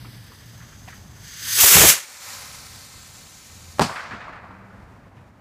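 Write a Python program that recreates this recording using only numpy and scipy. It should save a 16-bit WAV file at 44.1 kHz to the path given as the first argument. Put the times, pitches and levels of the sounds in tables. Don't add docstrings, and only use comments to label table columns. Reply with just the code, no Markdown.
import sys
import numpy as np
from scipy import signal
from scipy.fft import rfft, irfft
from scipy.io import wavfile
from scipy.ndimage import map_coordinates

SR = 44100
rng = np.random.default_rng(int(sys.argv[2]) if len(sys.argv) > 2 else 0)


def wav_record(signal):
    frames = np.transpose(np.atleast_2d(signal))
    bounded = np.clip(frames, -1, 1)
    quanta = np.round(bounded * 32767).astype(np.int16)
    wavfile.write(sys.argv[1], SR, quanta)


def gain_from_decibels(decibels):
    exponent = np.asarray(decibels, float) / 20
    return 10 ** exponent


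N = 238263

# time in seconds, level in dB.
TOWN_LEVEL = [(0.0, -45.5), (0.25, -47.5), (1.28, -47), (1.7, -50), (1.94, -63), (2.03, -62.5),
              (2.29, -53.5), (2.47, -49), (3.46, -51), (3.78, -50), (3.88, -57), (4.08, -48.5),
              (4.63, -52.5), (4.99, -51), (5.4, -52)]
# start in seconds, length in seconds, pitch in Hz,
# glide in Hz per second, level in dB.
DRONES = [
    (0.0, 0.23, 119, -5, -41),
    (.45, 0.24, 117.5, 0, -43.5),
    (1.378, 0.32, 111.2, -3, -44),
    (2.708, .07, 78, -60, -47),
    (3.48, 0.43, 82.4, 8, -48),
    (4.419, 0.15, 91.5, 30.5, -49),
    (4.63, 0.25, 104.7, -0.5, -51.5),
    (5.004, .3, 99.4, -41, -53),
    (4.47, 0.37, 189.8, 18, -49),
    (4.88, .1, 195, -3, -48),
]
# start in seconds, peak in dB, centre in Hz, t60 in seconds.
SCUFFS = [(0.043, -39, 1140, 0.11), (.048, -43, 1870, .08), (.05, -43, 283, 0.21), (.3, -46.5, 328, 0.17),
          (.31, -48.5, 1110, 0.21), (.6, -47, 1500, 0.44), (.72, -45, 1680, .1), (0.873, -39, 1700, 0.27),
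          (.876, -34.5, 900, 0.086), (.92, -44, 1590, 0.11), (5.165, -51.5, 1960, 0.17)]
# time in seconds, level in dB.
FUSE_BURN = [(0.0, -53), (0.72, -56), (0.85, -56.5), (.89, -54.5), (1.15, -58.5), (1.29, -46.5),
             (1.41, -42), (1.51, -31.5), (1.59, -24)]
# time in seconds, jet level in dB, share of gas splashing on the ground in dB.
THRUST = [(1.586, -24.5, 3.5), (1.605, -14, -7.5), (1.69, -13.5, -6), (1.72, -12, -2), (1.84, -11.5, 9),
          (1.875, -11.5, -4), (1.904, -10, -2), (1.95, -25, 0), (2.0, -38, -4.5), (2.041, -44, 4)]
# time in seconds, level in dB.
CLIMB = [(1.98, -33), (2.0, -42), (2.09, -45), (2.19, -46), (2.254, -39), (2.35, -40), (2.5, -43.5),
         (2.92, -48), (3.785, -50.5)]
# start in seconds, peak in dB, t60 in seconds, centre in Hz.
PUFFS = [(1.63, -14.5, 0.054, 99.7), (1.632, -18, 0.14, 450), (1.75, -19, 0.31, 100),
         (1.762, -16.5, 0.23, 600), (1.772, -17.5, 0.13, 250), (1.8, -14.5, 0.14, 79.9),
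         (1.813, -19, 0.1, 420), (1.833, -14.5, 0.1, 85), (1.836, -14.5, 0.19, 430),
         (1.853, -19.5, .1, 151.2)]
# start in seconds, peak in dB, t60 in seconds, centre in Hz.
LEAD_NOISE = [
    (3.783, -27.5, 0.056, 500),
    (3.786, -40, 0.036, 3500),
]
# time in seconds, peak in dB, sharpness of the front,
# length in milliseconds, rebound from 0 to 1.
BLAST = [(3.79511, 1.5, .75, .48, .15), (3.79874, -1.5, .55, .46, .55), (3.79897, -11, 1.6, .25, .1),
         (3.8031, -12, .2, .8, .2), (3.8068, -14, .5, .4, .3), (3.8111, -5, .4, .4, .2),
         (3.8121, -11, .2, .4, .4), (3.8160, -11, .2, .5, .3), (3.8175, -7, .6, .35, .7),
         (3.8186, -8, .3, .4, .5), (3.8205, -9, .6, .45, .3), (3.8280, -11, .2, .5, .3)]
# arrival in seconds, near level in dB, near t60 in seconds,
# far level in dB, far t60 in seconds.
RETURN = [(3.809, -16.5, .14, -50.5, 5.1), (3.807, -26, 0.085, -30, 2.42), (3.818, -27, 0.26, -37.5, 1.51),
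          (3.818, -25.5, 0.25, -37, 0.97), (3.818, -30.5, 0.17, -37.5, 0.56)]
# arrival in seconds, peak in dB, bass in dB, centre in Hz.
ANSWERS = [(3.814, -8.5, -14, 936), (3.835, -22, -6, 1000), (3.89, -17, -16.5, 950),
           (3.915, -27, -29, 1200), (3.955, -17.5, -25, 1470), (3.975, -33, -31, 1460),
           (3.992, -23, -27, 1250), (4.051, -30, -25, 1600), (4.108, -19.5, -12, 1360),
           (4.126, -28.5, -6, 1580), (4.204, -25.5, -21, 1465), (4.24, -35, -20, 1590),
           (4.278, -24, -12, 986), (4.324, -31, -15, 1360), (4.357, -33, -25, 1405), (4.438, -30, -10, 900),
           (4.505, -33, -8, 1096)]

# frequency in Hz, level in dB per Hz.
TOWN_COLOUR = [(15, -53), (25, -12), (103, -3), (135, -6.5), (243, -12.5), (383, -19), (950, -19),
               (2000, -28), (3100, -39.5), (7000, -46.5), (9000, -50.5), (15000, -54.5), (16000, -56)]
FUSE_COLOUR = [(200, -30), (350, -8.5), (700, -20), (1100, -6.5), (1750, 2.5), (2500, -0.5), (3800, -6),
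               (4750, -7), (5500, -11), (6250, -5.5), (7200, -11), (12700, -8.5), (15000, -9), (16000, -12)]
THRUST_COLOUR = [(24, -37), (40, -19.5), (82, -11), (160, -3), (290, -12), (430, -2), (765, -11.5),
                 (2110, -7), (4910, -5.5), (6460, -2), (9000, -6), (15000, -2.5), (16000, -5)]
CLIMB_COLOUR = [(350, -2), (600, 5.5), (650, -3.5), (754, 4.5), (1060, 7.5), (1150, 6), (1280, 8.5),
                (2040, 5.5), (2710, -4.5), (6340, -2.5), (10500, -1), (15000, -6), (16000, -5)]
TAIL_COLOUR = [(35, -41.5), (60, -38), (87, 5.5), (112, -2), (162, 11), (381, -3), (1360, 1.5), (2650, -10),
               (6380, -21.5), (11900, -37.5), (15000, -43), (16000, -43)]

# the edges in Hz, low to high.
EDGES = [
    [450, 3800, 5500, 7500, 18000],
    [40, 900, 3000, 7600, 11500, 18000],
    [500, 2400, 4200, 7500, 18000],
    [60, 500, 2500, 4600, 7500, 18000],
    [25, 260, 2500, 18000],
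]
FUSE_EDGES, THRUST_EDGES, CLIMB_EDGES, RETURN_EDGES, TOWN_EDGES = EDGES
# offset in dB, share of the level's swing, gain once facing the road in dB.
TOWN_BANDS = [(-0.1, 1.5, 3.3), (-7.5, 0.37, 5), (-21.5, .5, 6.5)]
# offset in dB, share of the burn's swing, extra share once the jet forms.
FUSE_BANDS = [(-1, 0.98, -0.14), (0.5, 1.06, -.03), (2, 1.005, 0.074), (-3.5, 0.94, .5)]
# offset in dB, share of the splash, share of the jet's swing.
THRUST_BANDS = [(-17.5, 1.08, 1.1), (-5.5, 0.18, 0.9), (-1.3, -.05, .98), (-0.6, -0.14, 1.15),
                (1.2, -.15, 1.3)]
# offset in dB, share of the level's swing, change in dB per second.
CLIMB_BANDS = [(-4.5, 1.15, -.5), (-2.5, 0.99, -1.6), (-0.1, 0.83, -0.6), (-4, 1.1, -.3)]

TOWN_MID_DB, FUSE_MID_DB, THRUST_FULL_DB, CLIMB_MID_DB = -49.5, -46, -12.5, -41
LIFT_S, BANG_S = 1.9, 3.797


def ramp(start_s, length_s):
    return np.clip((np.arange(N) / SR - start_s) / length_s, 0, 1)


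def rms_one(x):
    return x / np.sqrt(np.mean(x ** 2) + 1e-20)


def in_time(rows, fade_s=0.02):
    s, *columns = np.transpose(rows)
    t = np.arange(N) / SR
    window = np.clip(np.minimum(t - s[0], s[-1] - t) / fade_s + 1, 0, 1)
    return window, [np.interp(t, s, c) for c in columns]


def coloured(x, colour):
    hz, level_db = np.transpose(colour[:-1])
    grid = np.arange(N // 2 + 1) * SR / N + 1
    return irfft(rfft(x) * gain_from_decibels(np.interp(np.log(grid), np.log(hz), level_db)), N)


def band(x, lo_hz, hi_hz, order=3):
    return signal.sosfilt(signal.butter(order, [lo_hz, hi_hz], "band", fs=SR, output="sos"), x)


def drift(rate_hz):
    r = np.exp(-2 * np.pi * rate_hz / SR)
    wander = signal.lfilter([1], [1, -2 * r, r * r], rng.standard_normal(N + SR))
    return rms_one(wander[SR:])


def played(x, levels_db, edges_hz):
    bands = zip(levels_db, edges_hz, edges_hz[1:])
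    return sum(gain_from_decibels(db) * rms_one(band(x, lo, hi)) for db, lo, hi in bands)


def burning(sputter_db, rate_hz):
    return rng.standard_normal(N) * gain_from_decibels(sputter_db * drift(rate_hz))


def bounced(x, delay_ms, share):
    return x + share * map_coordinates(x, [np.arange(N) - delay_ms * SR / 1000], order=3)


def bursts(rows, noise, spread, rise_s):
    out = np.zeros(N)
    for s, db, t60, hz in rows:
        start = round(s * SR)
        t = np.arange(min(N - start, SR // 2)) / SR
        at = slice(start, start + len(t))
        shape = gain_from_decibels(db - 60 * t / max(t60, 0.01)) * np.minimum(t / rise_s, 1)
        out[at] += shape * rms_one(band(noise[at], hz / spread, hz * spread, order=2))
    return out


def town():
    t = np.arange(N) / SR
    _, (level,) = in_time(TOWN_LEVEL)
    turned = ramp(4.1, 0.53)
    levels_db = [TOWN_MID_DB + db + share * (level - TOWN_MID_DB) + turn_db * turned
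                 for db, share, turn_db in TOWN_BANDS]
    out = played(coloured(burning(sputter_db=1.5, rate_hz=7.2), TOWN_COLOUR), levels_db, TOWN_EDGES)
    swell_s = 0.041
    for s, length, hz, glide, db in DRONES:
        swell = ramp(s - swell_s / 2, swell_s) - ramp(s + length - swell_s, swell_s)
        cycles = (hz + glide * (t - s) / 2) * (t - s)
        out += swell * gain_from_decibels(db) * np.sin(2 * np.pi * cycles)
    return out


def feet():
    grit = burning(sputter_db=2.0, rate_hz=160)
    rows = [(s, db, t60, hz) for s, db, hz, t60 in SCUFFS]
    return bursts(rows, grit, spread=1.32, rise_s=0.0074)


def scattered_return():
    air = coloured(burning(sputter_db=0.5, rate_hz=50), TAIL_COLOUR)
    t = np.arange(N) / SR
    levels_db = []
    for s, near_db, near_t60, far_db, far_t60 in RETURN:
        onset = (t > BANG_S) * (0.082 + ramp(BANG_S, s - BANG_S) ** 3)
        near = onset * gain_from_decibels(near_db - 60 * np.maximum(t - s, 0) / near_t60)
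        far_power = ramp(s, 0.22 * far_t60) * gain_from_decibels(far_db - 60 * (t - s) / far_t60) ** 2
        levels_db.append(10 * np.log10(near ** 2 + far_power + 1e-20))
    return played(air, levels_db, RETURN_EDGES)


def echoes():
    rough = burning(sputter_db=1.2, rate_hz=200)
    t60 = 0.21
    slap_rows = [(s, db - 11.5, t60, hz) for s, db, bass_db, hz in ANSWERS]
    thud_rows = [(s, db - 6.5 + bass_db, t60, 150) for s, db, bass_db, hz in ANSWERS]
    slaps = bursts(slap_rows, rough, spread=1.42, rise_s=0.004)
    thuds = bursts(thud_rows, rough, spread=1.9, rise_s=0.0066)
    lead_noise = bursts(LEAD_NOISE, rough, spread=3, rise_s=0.0019)
    return scattered_return() + slaps + thuds + lead_noise


def fuse():
    hiss = coloured(burning(sputter_db=1.0, rate_hz=30), FUSE_COLOUR)
    treble = band(hiss, 6500, 18000, order=1)
    hiss = bounced(hiss - treble, delay_ms=0.64, share=0.2) + bounced(treble, delay_ms=0.64, share=0.6)
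    lit, (burn,) = in_time(FUSE_BURN)
    swing = burn - FUSE_MID_DB
    levels_db = [FUSE_MID_DB + db + share * swing + extra * np.maximum(swing, 0)
                 for db, share, extra in FUSE_BANDS]
    creep_s = 0.71
    nozzle_db = -11.5 * (1 - ramp(0, creep_s)) + 1.5 * (1 - ramp(creep_s, 0.16))
    levels_db[2] = levels_db[2] + nozzle_db
    return lit * played(hiss, levels_db, FUSE_EDGES)


def thrust():
    roar = coloured(burning(sputter_db=1.0, rate_hz=84), THRUST_COLOUR)
    firing, (jet, splash) = in_time(THRUST)
    levels_db = [THRUST_FULL_DB + db + share * splash + swing * (jet - THRUST_FULL_DB)
                 for db, share, swing in THRUST_BANDS]
    levels_db[-1] = levels_db[-1] - 16 * (np.arange(N) / SR - THRUST[1][0])
    return firing * played(roar, levels_db, THRUST_EDGES)


def climb():
    jet = coloured(burning(sputter_db=0.7, rate_hz=40), CLIMB_COLOUR)
    flown_s = np.arange(N) / SR - LIFT_S
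    roof_ms = 0.105 + (0.301 - 0.105) * ramp(LIFT_S, 1.45)
    paving_ms = 0.94 + (3.85 - 0.94) * ramp(LIFT_S, 0.3)
    jet = bounced(jet, roof_ms, share=0.15)
    jet = bounced(jet, paving_ms, share=0.43 * ramp(LIFT_S, 1))
    aloft, (far,) = in_time(CLIMB)
    levels_db = [CLIMB_MID_DB + db + share * (far - CLIMB_MID_DB) + loss_db * flown_s
                 for db, share, loss_db in CLIMB_BANDS]
    return aloft * played(jet, levels_db, CLIMB_EDGES)


def rocket():
    puffs = bursts(PUFFS, rng.standard_normal(N), spread=1.8, rise_s=0.003)
    return fuse() + thrust() + puffs + climb()


def bang():
    out = np.zeros(N)
    t_ms = np.arange(-100, 200) / SR * 1000
    for s, db, sharp, ms, back in BLAST:
        front = sharp * np.exp(-np.abs(t_ms / 0.045) ** 1.3) + 0.17 * np.exp(-np.abs(t_ms) / 0.45)
        suction = np.exp(-((t_ms - ms) / (0.48 * ms)) ** 2)
        rebound = back * np.exp(-((t_ms - 2.25 * ms) / (0.7 * ms)) ** 2)
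        centre = round(s * SR)
        out[centre - 100:centre + 200] += gain_from_decibels(db) * (front - suction + rebound)
    return out


def scene():
    return np.tile(town() + feet() + echoes() + rocket() + bang(), (2, 1))


def roll_off(x):
    return signal.sosfilt(signal.butter(12, 15440, fs=SR, output="sos"), x)


def record(dry):
    dry = signal.sosfilt(signal.ellip(10, 0.3, 50, 15250, fs=SR, output="sos"), dry)
    dry = signal.sosfilt(signal.butter(2, 38, "high", fs=SR, output="sos"), dry)
    overloaded = 1.2 * np.tanh(dry / 1.15) * 0.97
    return roll_off(np.clip(overloaded, -1, 1))


dry = scene()
out = record(dry)
wav_record(out)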